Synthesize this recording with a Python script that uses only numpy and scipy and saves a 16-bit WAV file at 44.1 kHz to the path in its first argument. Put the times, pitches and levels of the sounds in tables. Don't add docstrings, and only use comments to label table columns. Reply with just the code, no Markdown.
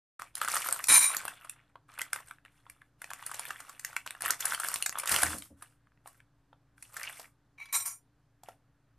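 import sys
import numpy as np
from scipy import signal
from scipy.fft import rfft, irfft
from scipy.io import wavfile
from scipy.ndimage import uniform_filter1d

SR = 44100
rng = np.random.default_rng(int(sys.argv[2]) if len(sys.argv) > 2 else 0)


def to_wav(sig):
    pcm = np.clip(np.atleast_2d(sig), -1, 1) * 32767
    pcm = np.round(pcm).astype(np.int16)
    wavfile.write(sys.argv[1], SR, pcm.T)


N = 396018


def gain_of(db):
    return 10 ** (np.asarray(db) / 20)


def unit_rms(x):
    return x / np.sqrt(np.mean(x ** 2) + 1e-20)


def smoothed(x, first, second, axis=-1):
    return uniform_filter1d(uniform_filter1d(x, size=first, axis=axis), size=second, axis=axis)


def curve_at(points, hz):
    f, value = np.transpose(points)
    return np.interp(np.log(hz + 1), np.log(f + 1), value)


def add_at(mix, s, sound):
    part = mix[round(s * SR):][:len(sound)]
    part += sound[:len(part)]


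def taps_of(points):
    log_gain = np.log(gain_of(curve_at(points, abs(np.fft.fftfreq(4096, 1 / SR)))))
    taps = np.fft.ifft(np.exp(np.conj(signal.hilbert(log_gain)))).real[:2048]
    return taps / np.linalg.norm(taps)


def ring(x, hz, t60):
    r = np.exp(-np.log(1000) / (max(t60, .0006) * SR))
    pole = r * np.exp(2j * np.pi * hz / SR)
    return np.sqrt(2 * (1 - r * r)) * signal.lfilter([1], [1, -pole], x).imag


def sparks(count, per_s, spread_db):
    where, size, sign = rng.random((count, 3)).T
    height = gain_of(spread_db * np.minimum(-np.log(size + 1e-9), 4))
    return unit_rms((where < per_s / SR) * height * np.sign(sign - .5))


def swell(t, ms):
    u = 3000 * np.maximum(t, 0) / max(ms, .4)
    return u * np.exp(1 - u)


# frequency in Hz, relative density in dB.
ROOM_TILT = [(20, -7), (60, -8), (130, -3), (220, -7.5), (300, -8), (430, -11.5), (1660, -14), (2200, -22),
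             (14200, -37)]
# multiple of the shaft speed, level in dB.
HUM_ORDERS = [(2, -77), (4, -72.5), (5, -76.5), (10, -78)]
ROOM_DB, THROB_DB = -73, -80.5
SHAFT_HZ, SHAFT_DRIFT = 28.4, .018


def air():
    noise = rng.standard_normal((N, 2 + len(HUM_ORDERS))).T
    wavers = [unit_rms(smoothed(x, 1500, 1000)) for x in noise[1:]]
    turns = np.cumsum(SHAFT_HZ * (1 + SHAFT_DRIFT * wavers[0])) / SR
    hum = sum(gain_of(db + 3.2 * waver) * np.sin(2 * np.pi * order * turns)
              for (order, db), waver in zip(HUM_ORDERS, wavers[1:]))
    push = 1 + np.cos(2 * np.pi * turns)
    throb = gain_of(THROB_DB) * push * unit_rms(ring(noise[0, ::-1], 130, 0.011))
    spectrum = gain_of(curve_at(ROOM_TILT, np.fft.rfftfreq(N, 1 / SR)))
    room = unit_rms(irfft(rfft(noise[0]) * spectrum, N))
    _, _, z = signal.stft(room, SR, nperseg=1024)
    patches = uniform_filter1d(rng.standard_normal(z.shape), size=8, axis=1)
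    patches = unit_rms(uniform_filter1d(patches, size=20, axis=0))
    room = signal.istft(z * gain_of(0.84 * patches), SR, nperseg=1024)[1][:N]
    return gain_of(ROOM_DB) * room + np.sqrt(2) * hum + throb


GRIP_EDGE_DB, GRIP_RISE_DB_S = 11, 1501
SETTLE = [329, 452, 899]


def grip(t, start, top, end):
    turns_s = [start, max(top, start + .001), max(end, top + .002)]
    held_db = np.interp(t, turns_s, [-GRIP_EDGE_DB, 0, -GRIP_EDGE_DB])
    onset_db = GRIP_RISE_DB_S * np.maximum(start - t, 0)
    return held_db - onset_db - np.outer(SETTLE, np.maximum(t - end, 0))


# start in seconds, strongest moment in seconds, let-go in
# seconds, tick level in dB, panel level in dB, crackle from 0 (sliding) to 1 (creasing).
GRIPS = [(0.175, 0.184, 0.28, -55.5, -47.5, .6), (0.355, 0.428, 0.8, -45.5, -43.5, .8),
         (0.477, 0.557, 0.67, -31.5, -35, 0.59), (0.635, 0.656, 0.83, -37.5, -37.5, .7),
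         (0.804, 0.867, 0.85, -42.5, -49, .6), (1.083, 1.1, 1.315, -43, -38.5, 0.69),
         (1.299, 1.328, 1.54, -60.5, -51.5, 0.84), (1.502, 1.569, 1.7, -78, -62, 0.74),
         (1.888, 2.037, 2.11, -58, -50, .6), (2.123, 2.147, 2.224, -52, -45.5, .6),
         (2.24, 2.286, 2.35, -60, -57.5, .6), (2.446, 2.575, 2.63, -70.5, -64.5, 0.36),
         (2.633, 2.7, 2.87, -71, -68.5, 0.43), (2.996, 3.05, 3.27, -59, -59, .6),
         (3.14, 3.414, 3.61, -47.5, -44.5, .6), (3.557, 3.694, 3.79, -55.5, -50.5, .4),
         (3.808, 3.88, 4.02, -52, -50.5, 0.63), (4.045, 4.102, 4.27, -60.5, -55, 0.45),
         (4.218, 4.242, 4.35, -36, -32.5, 0.92), (4.396, 4.554, 4.54, -33, -33, 0.556),
         (4.574, 4.648, 4.83, -36, -37.5, 0.5), (4.948, 4.96, 5.06, -47.5, -39, .8),
         (5.072, 5.122, 5.34, -26.5, -28, 0.41), (5.298, 5.303, 5.46, -43.5, -51.5, 0.54),
         (5.571, 5.629, 5.733, -61.5, -63.5, .3), (6.052, 6.066, 6.18, -59.5, -61.5, .4),
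         (6.777, 6.867, 7.07, -59, -64, .5), (6.926, 7.003, 7.25, -46.5, -43.5, 0.76),
         (7.073, 7.181, 7.235, -51, -70, 0.4), (8.439, 8.494, 8.54, -62.5, -60, 0.41)]


def handling():
    t = np.arange(0, N + 64, 64) / SR
    power = []
    for start, top, end, tick_db, panel_db, _ in GRIPS:
        levels_db = np.array([tick_db, panel_db, tick_db])[:, None]
        power.append(gain_of(grip(t, start, top, end) + levels_db) ** 2)
    power = np.array(power)
    tick, panel = power[:, 0].sum(0), power[:, 1].sum(0)
    crackle = np.clip(np.array(GRIPS)[:, 5], 0, 1) @ power[:, 2] / (tick + 1e-30)
    return [np.interp(np.arange(N) / SR, t, x) for x in (np.sqrt(tick), np.sqrt(panel), crackle)]


def hiss_gain(clicks):
    return np.sqrt(abs(signal.lfilter([.035], [1, -.965], clicks ** 2)))


# frequency in Hz, level in dB.
TICK_COLOUR = [(3000, -31), (4200, -7.5), (6500, -8), (9500, 1.5), (12000, -0.5), (14200, -8)]
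# frequency in Hz, level in dB.
PANEL_COLOUR = [(150, -30), (300, -21), (600, -10), (1000, -2.5), (1400, 3.5), (2300, 0.5), (3500, -2),
                (5000, -22), (7500, -37)]
# frequency in Hz, level in dB.
SLIDE_COLOUR = [(3000, -28), (5000, -10.5), (7000, -8), (9500, -0.5), (12000, -9.5), (14200, -8)]


def rustle():
    tick, panel, crackle = handling()
    clumps = gain_of(1.5 * crackle * unit_rms(smoothed(rng.standard_normal(N), 500, 300)))
    creases = sparks(N, per_s=520, spread_db=4.0)
    slide = 1 - .6 * crackle

    hiss = rng.standard_normal(N)
    tint_of = rng.integers(0, 4, N)
    tinted = sum(ring(hiss * hiss_gain(creases * (tint_of == k)), hz, 0.0015)
                 for k, hz in enumerate(np.geomspace(4000, 12500, num=4)))
    ticks = signal.oaconvolve(0.56 * crackle * unit_rms(tinted), taps_of(TICK_COLOUR))[:N]
    ticks += signal.oaconvolve(.5 * slide * hiss, taps_of(SLIDE_COLOUR))[:N]

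    panel_clicks = creases + 3.8 * sparks(N, per_s=400, spread_db=4.0)
    panel_of = rng.integers(0, 12, N)
    pitch_wander = unit_rms(smoothed(rng.standard_normal((N // 64 + 1, 12)), 40, 25, axis=0))
    pitch_gain = np.repeat(gain_of(3.5 * pitch_wander), 64, axis=0)[:N].T
    rub = 0.41 * rng.standard_normal(N)
    flaps = sum(ring((panel_clicks * (panel_of == k) + rub) * pitch_gain[k], hz, 0.0072)
                for k, hz in enumerate(np.geomspace(450, 4200, num=12)))
    scuff = (0.6 * crackle * hiss_gain(creases) + 0.54 * slide) * rng.standard_normal(N)
    flaps = signal.oaconvolve(unit_rms(flaps) + scuff, taps_of(PANEL_COLOUR))[:N]
    grasp = gain_of(-29.5) * unit_rms(ring(flaps + rng.standard_normal(N), 150, 0.025))
    return tick * unit_rms(ticks * clumps) + panel * (unit_rms(flaps * clumps) + grasp * clumps)


# time in seconds, tick level in dB, panel level in dB,
# panel pitch in Hz, length in ms.
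SNAPS = [(0.1963, -39, -38.5, 1310, 3.7), (0.2202, -26.5, -29, 1210, 1.9), (0.354, -20, -39, 3200, 2.6),
         (0.3705, -33.5, -42.5, 1850, 3.3), (0.3774, -32.5, -45, 1410, 10.4), (0.4148, -22, -25, 1240, 5.3),
         (0.4337, -31.5, -36, 1270, 7.5), (0.4473, -24.5, -29, 1370, 4.9), (0.477, -31, -27.5, 1480, 4.3),
         (0.4843, -19, -26, 1280, 3.8), (0.518, -16, -58.5, 865, 0.73), (0.538, -27, -32.5, 1330, 8.1),
         (0.556, -30.5, -29, 1280, 4), (0.566, -20.5, -25, 1260, 4.8), (0.61, -40.5, -32.5, 1310, 3),
         (0.6188, -26, -38.5, 2910, 5.5), (0.626, -31.5, -33, 2320, 2.9), (0.6442, -30.5, -33, 1412, 2.5),
         (0.662, -28.5, -31.5, 1300, 4.8), (0.6877, -18.5, -27, 1360, 3.3), (0.71, -21.5, -38, 1390, 1.7),
         (0.7264, -10.5, -39, 1270, 2.14), (0.761, -31.5, -36, 1360, 4.7),
         (0.7963, -50.5, -32.5, 1193, 3.7), (0.8411, -16, -34, 2480, 3.4), (0.87, -23.5, -46, 1270, 6.9),
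         (1.116, -42, -34.5, 2660, 3.1), (1.1472, -23, -29.5, 1800, 3.9), (1.168, -12.5, -32, 1130, 2.2),
         (1.2533, -25, -28, 1250, 1.44), (1.28, -25, -28, 1770, 4.7), (1.446, -44.5, -48, 1330, 9.7),
         (1.4959, -26.5, -42.5, 2730, 4), (1.7564, -62, -41.5, 1040, 3.6), (1.939, -45.5, -50.5, 1350, 4.6),
         (1.9884, -28.5, -39, 1000, 4.9), (1.9945, -46.5, -30, 2540, 2.6),
         (2.0087, -31.5, -34.5, 1360, 3.4), (2.0163, -20.5, -29.5, 2030, 4.1),
         (2.132, -17, -22, 1570, 2.64), (2.161, -30, -28.5, 1260, 3.2), (2.203, -43, -47.5, 1090, 6.2),
         (2.283, -56, -62, 4060, 4.8), (2.3104, -40, -37, 1650, 3.6), (2.385, -75, -56, 1690, 2.6),
         (2.4508, -52.5, -43, 1890, 2.6), (2.4594, -57, -49.5, 1850, 3.5), (2.666, -82, -48.5, 1076, 4.2),
         (2.6983, -37, -49, 2366, 4.5), (2.8178, -60, -46.5, 1730, 3.4), (3.0178, -35, -38.5, 1590, 5.6),
         (3.0429, -32.5, -31, 1920, 2.6), (3.104, -32, -39, 1700, 5.4), (3.1144, -81, -36, 1120, 3.4),
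         (3.135, -24.5, -31, 2090, 1.4), (3.225, -42, -39.5, 1210, 5.4), (3.263, -26.5, -46.5, 1700, 7.7),
         (3.315, -32, -33, 1250, 4.7), (3.342, -28, -48, 2850, 7.7), (3.3952, -21, -32, 990, 2.5),
         (3.4537, -32, -29.5, 1780, 2.1), (3.485, -36, -50, 2030, 4.5), (3.5055, -31.5, -33, 1750, 6.3),
         (3.6024, -33, -43.5, 1456, 6.7), (3.694, -36, -45.5, 1190, 6.6), (3.7954, -29, -46, 1980, 4.6),
         (3.8486, -16, -31, 1960, 2.7), (3.93, -43, -44.5, 1470, 4.5), (3.965, -23, -26.5, 2230, 4.4),
         (4.062, -33, -43, 1534, 10), (4.0763, -31, -26.5, 2880, 0.66), (4.1075, -25.5, -31, 2370, 2.3),
         (4.15, -50, -43, 1730, 4.8), (4.207, -31, -44, 1770, 6.6), (4.2217, -19, -30.5, 1700, 0.5),
         (4.259, -21, -31, 1770, 5.1), (4.296, -52, -37, 1375, 15), (4.3065, -7.5, -26.5, 1800, 3.2),
         (4.405, -19, -40.5, 1890, 6.3), (4.4548, -12, -32.5, 1500, 5), (4.498, -25, -56, 1680, 1.3),
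         (4.5466, -24, -29.5, 3140, 4.3), (4.5993, -20.5, -33.5, 1354, 5.6),
         (4.6445, -32, -32.5, 1650, 7.4), (4.6863, -15, -31, 1350, 2.4), (4.741, -14.5, -38, 1410, 3.4),
         (4.7601, -13.5, -23, 2480, 0.76), (4.8249, -16.5, -24, 2870, 2.37), (4.861, -14.5, -30, 2430, 6.3),
         (4.895, -14.5, -28, 1679, 0.72), (4.9259, -34, -36, 1950, 4.4), (4.956, -80, -31.5, 1230, 3.08),
         (4.985, -23, -35.5, 1290, 6.65), (4.997, -22.5, -37.5, 2310, 6.8), (5.0338, -32, -34.5, 1160, 8),
         (5.058, -24, -35.5, 1329, 4.2), (5.074, -19, -34.5, 3690, 6.4), (5.0945, -12, -27, 2440, 1.66),
         (5.1174, -13.5, -29.5, 1160, 3.6), (5.1281, -10, -27.5, 1230, 0.89), (5.1434, -13, -25, 2170, 2.9),
         (5.1626, -12.5, -21.5, 3020, 2.3), (5.2185, -18, -31.5, 1500, 8), (5.2305, -17, -25, 810, 4),
         (5.233, -10.5, -19.5, 1620, 4.5), (5.265, -29, -32.5, 1900, 4.4), (5.3824, -29.5, -62, 3300, 8.4),
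         (5.4228, -34, -35, 3110, 2.4), (5.623, -37, -45, 1231, 7.46), (5.871, -76, -61, 1620, 3.3),
         (5.92, -79, -63, 1600, 2.5), (5.975, -79, -62, 1870, 2.5), (6.0596, -63, -44.5, 816.5, 3.9),
         (6.074, -36.5, -48, 1090, 4.9), (6.203, -61, -49.5, 1730, 3.7), (6.5293, -77.5, -51.5, 870, 4.86),
         (6.78, -56.5, -55, 1580, 4.5), (6.8251, -34.5, -52.5, 2670, 5.9), (6.9663, -28.5, -41, 1780, 9),
         (7.0324, -20.5, -39, 1650, 1.8), (7.0948, -47, -42, 1960, 7.5), (7.196, -34, -45, 673, 6.5),
         (7.656, -48, -58, 4880, 8.5), (8.4349, -40, -46, 770, 4), (8.4868, -45, -41.5, 698, 3),
         (8.4877, -49, -50, 1350, 7.2)]


def snaps():
    t = np.arange(2200) / SR
    out = np.zeros(N)
    chance, traits = rng.standard_normal((len(SNAPS), 2, 2500)), rng.random((len(SNAPS), 8))
    settled = slice(250, 250 + len(t))
    hisses = signal.fftconvolve(chance[:, 0], taps_of(TICK_COLOUR)[None], axes=1)[:, settled]
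    flaps = signal.fftconvolve(chance[:, 1], taps_of(PANEL_COLOUR)[None], axes=1)[:, settled]
    for (s, tick_db, panel_db, hz, ms), hiss, flap, trait in zip(SNAPS, hisses, flaps, traits):
        colour, upper = trait[:2]
        hiss = 0.41 * hiss + 0.26 * unit_rms(ring(hiss, 7000 + 5000 * colour, 0.0013))
        followers = sum(gain_of(-14.0 - 1300 * late - 10 * weak) * swell(t - late, 0.91)
                        for late, weak in zip(0.0023 + 0.025 * trait[2:5], trait[5:]))
        crack = swell(t - ms / 2500, 0.4)
        tick = hiss * (swell(t, ms) + crack + followers)
        tones = np.sin(2 * np.pi * hz * t) + .5 * np.sin(2 * np.pi * hz * (1.1 + 0.5 * upper) * t)
        scrunch = (.45 + .15 * ms) * (.55 * flap + .7 * unit_rms(ring(flap, hz, .004)))
        panel = (1.4 * tones + scrunch) * swell(t, 0.93 * ms) + 0.49 * flap * followers
        add_at(out, s - .0006, gain_of(tick_db) * tick + gain_of(panel_db) * panel)
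    return out


# time in seconds, blow level in dB, crumbling time to -60 dB in seconds.
THUDS = [(0.5, -57, 0.24), (0.886, -39.5, 0.34), (4.257, -53.5, 0.1), (4.304, -53, 0.041),
         (5.11, -42.5, 0.18), (5.229, -38.5, 0.34), (5.288, -42, 0.16), (5.334, -40.5, 0.15),
         (5.503, -49, 0.1)]
# frequency in Hz, level in dB, decay to -60 dB in seconds.
POT_MODES = [(84.5, -5.5, 0.1), (122.65, -3, 0.056), (200, -6.5, 0.11), (306.2, 1, 0.084), (550, -3, 0.01)]


def thuds():
    t, blows = np.arange(SR // 4) / SR, np.zeros(N)
    for s, blow_db, t60 in THUDS:
        crumble = rng.standard_normal(len(t))
        add_at(blows, s, gain_of(blow_db - 60 * t / max(t60, .02)) * crumble)
    blows = signal.sosfilt(signal.butter(2, 60, "high", fs=SR, output="sos"), blows)
    out = np.zeros(N)
    for hz, db, t60 in POT_MODES:
        first_pass = ring(blows, hz, t60 / 3) * np.sqrt(3 * np.log(1000) / (t60 * SR))
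        out += gain_of(db) * ring(first_pass, hz, t60)
    return out


BOUT_FALL_DB_S, BOUT_RISE_DB_S = 259.5, 2495.5
BOUT_STALL_S = 0.14


def chatter_gain(t, bouts):
    power = 0
    for s, hold, db in bouts:
        after = np.maximum(t - s - hold, 0)
        onset_db = BOUT_RISE_DB_S * np.maximum(s - t, 0)
        fall_db = BOUT_FALL_DB_S * after * (1 + after / BOUT_STALL_S)
        power = power + gain_of(db - onset_db - fall_db) ** 2
    return np.sqrt(power)


# frequency in Hz, decay to -60 dB in seconds, then the level in dB
SPOON_MODES = [(1110, 0.025, -11, -17, -11, -11), (1370, 0.04, -20, -22, -12, -16),
               (2288, 0.06, -22, 0, -14, -21), (2390, 0.045, -9, -22, -6, -19),
               (3857, 0.05, -11, -23, -13, -28), (4015, 0.045, -12, -19, -6, -26),
               (5260, 0.07, -19, -36, -20, -20), (5505, 0.06, -17, -36, -12, -20),
               (5800, 0.07, -16, -20, -4, -9), (6100, 0.04, -14, -30, -16, -10),
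               (6309, 0.06, -15, -28, -13, -12), (6947, 0.08, -15, -28, -10, -9),
               (7305, 0.08, -9, -34, -4, -5), (8487, 0.08, -19, -28, 0, -3), (9098, 0.13, 0, -27, -11, -2),
               (9150, 0.08, -4, -27, -1, -11), (9488, 0.13, -3, -33, -14, -20),
               (9612, 0.08, -17, -37, -6, -9), (10304, 0.13, -4, -38, -20, -18),
               (10904, 0.13, -9, -27, -9, 0), (11213, 0.08, -12, -36, -20, -1),
               (11569, 0.08, -18, -40, -10, -14), (12737, 0.08, -13, -41, -25, -15),
               (13725, 0.08, -32, -39, -5, -14), (14021, 0.08, -21, -26, -4, -6)]
# start in seconds, hold in seconds,
# level in dB.
RATTLES = [
    [(.884, 0.08, -14), (1.006, 0.043, -20.5), (1.097, 0.0041, -32)],
    [(7.579, 0.0058, -48), (7.6, 0.023, -42.5), (7.688, 0.0049, -47)],
    [(7.726, 0.0083, -28), (7.744, 0.0058, -23.5), (7.8, 0.0043, -34)],
    [(7.844, 0.0021, -48), (7.857, 0.0054, -26.5), (7.885, 0.035, -44.5)],
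]
# tick level in dB, knock level in dB.
CLATTER = [(-8.5, -17.5), (-25, -31), (-8, -19.5), (-8.5, -20)]
FIRST_BLOW_DB = 14.5


def rattle(seat):
    bouts = RATTLES[seat]
    start = bouts[0][0]
    t = start + np.arange(SR // 2) / SR
    contacts = sparks(len(t), per_s=900, spread_db=2) + .6 * rng.standard_normal(len(t))
    chatter = unit_rms(contacts) * chatter_gain(t, bouts)
    for s, _, db in bouts:
        chatter[max(round((s - start) * SR), 0)] += gain_of(db + FIRST_BLOW_DB)

    modes = np.array(SPOON_MODES)
    shares = gain_of(modes[:, 2 + seat]) / modes[:, 1] ** 0.13
    wander = uniform_filter1d(rng.standard_normal((len(t), len(modes))), size=600, axis=0).T
    coupling = gain_of(2.5 * unit_rms(wander) - 1)
    tones = sum(share * ring(chatter * c, hz, t60)
                for share, c, (hz, t60) in zip(shares, coupling, modes[:, :2]))

    tick_db, knock_db = CLATTER[seat]
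    contact_taps = gain_of(tick_db) * taps_of(TICK_COLOUR) + gain_of(knock_db) * taps_of(PANEL_COLOUR)
    clatter = signal.oaconvolve(chatter, contact_taps)[:len(t)]
    thin = signal.butter(3, 900, "high", fs=SR, output="sos")
    return start, signal.sosfilt(thin, tones / np.linalg.norm(shares) + clatter)


# time in seconds, level in dB.
KNOCKS = [(.9005, -3), (0.908, -4.5)]


def knocks():
    out = np.zeros(N)
    for s, db in KNOCKS:
        add_at(out, s, gain_of(db) * (taps_of(PANEL_COLOUR) + .6 * taps_of(TICK_COLOUR)))
    return out


# frequency in Hz, time to -60 dB in seconds.
KITCHEN_DECAY = [(300, 0.3), (1300, 0.11), (3500, 0.16), (9000, 0.13)]


def kitchen(x):
    taps, count = np.zeros(SR // 2), SR // 40 - 12
    where = 200 + 20 * np.arange(count) + rng.integers(0, 20, count)
    taps[where] = rng.choice([-1., 1.], count)
    hz, t, z = signal.stft(taps, SR, nperseg=256)
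    fade = gain_of(-60 * t / curve_at(KITCHEN_DECAY, hz)[:, None])
    tail = signal.istft(z * fade, SR, nperseg=256)[1]
    return signal.oaconvolve(x, tail / np.linalg.norm(tail))[:N]


# frequency in Hz, gain in dB of the part that differs between the ears.
SIDE_WIDTH = [(3900, -56), (4300, -13), (8000, -6), (14000, -6)]


def scattered(x):
    hz, _, z = signal.stft(x, SR, nperseg=256)
    scatter = np.exp(2j * np.pi * rng.random(z.shape))
    width = gain_of(curve_at(SIDE_WIDTH, hz))[:, None]
    return signal.istft(z * scatter * width, SR, nperseg=256)[1][:N]


FLOOR_SIDE_DB = 8


def scene():
    floor = air()
    packet = rustle() + snaps()
    spoon = knocks()
    for seat in range(len(RATTLES)):
        add_at(spoon, *rattle(seat))
    near = packet + thuds() + spoon
    mid = near + gain_of(-10.0) * kitchen(near) + floor
    side = scattered(packet + gain_of(-2.0) * kitchen(packet) + gain_of(FLOOR_SIDE_DB) * floor)
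    return np.array([mid + side, mid - side])


# frequency in Hz, level in dB.
TOP_TREBLE = [(14150, -3), (14500, -36), (15600, -39.5)]
START_S, EDGE_HZ, OFFSET = .193, 15628, -.0002


def record(dry):
    fade_in = np.clip((np.arange(N) / SR - START_S) / 0.0011, 0, 1)
    opened = (dry + OFFSET) * fade_in
    hz = np.linspace(0, SR / 2, num=513)
    colour = signal.firwin2(511, hz, gain_of(curve_at(TOP_TREBLE, hz)), fs=SR)
    edge = signal.firwin(511, EDGE_HZ, window=("kaiser", 9), fs=SR)
    return signal.oaconvolve(opened, np.convolve(colour, edge)[None], "same")


dry = scene()
out = record(dry)
to_wav(out)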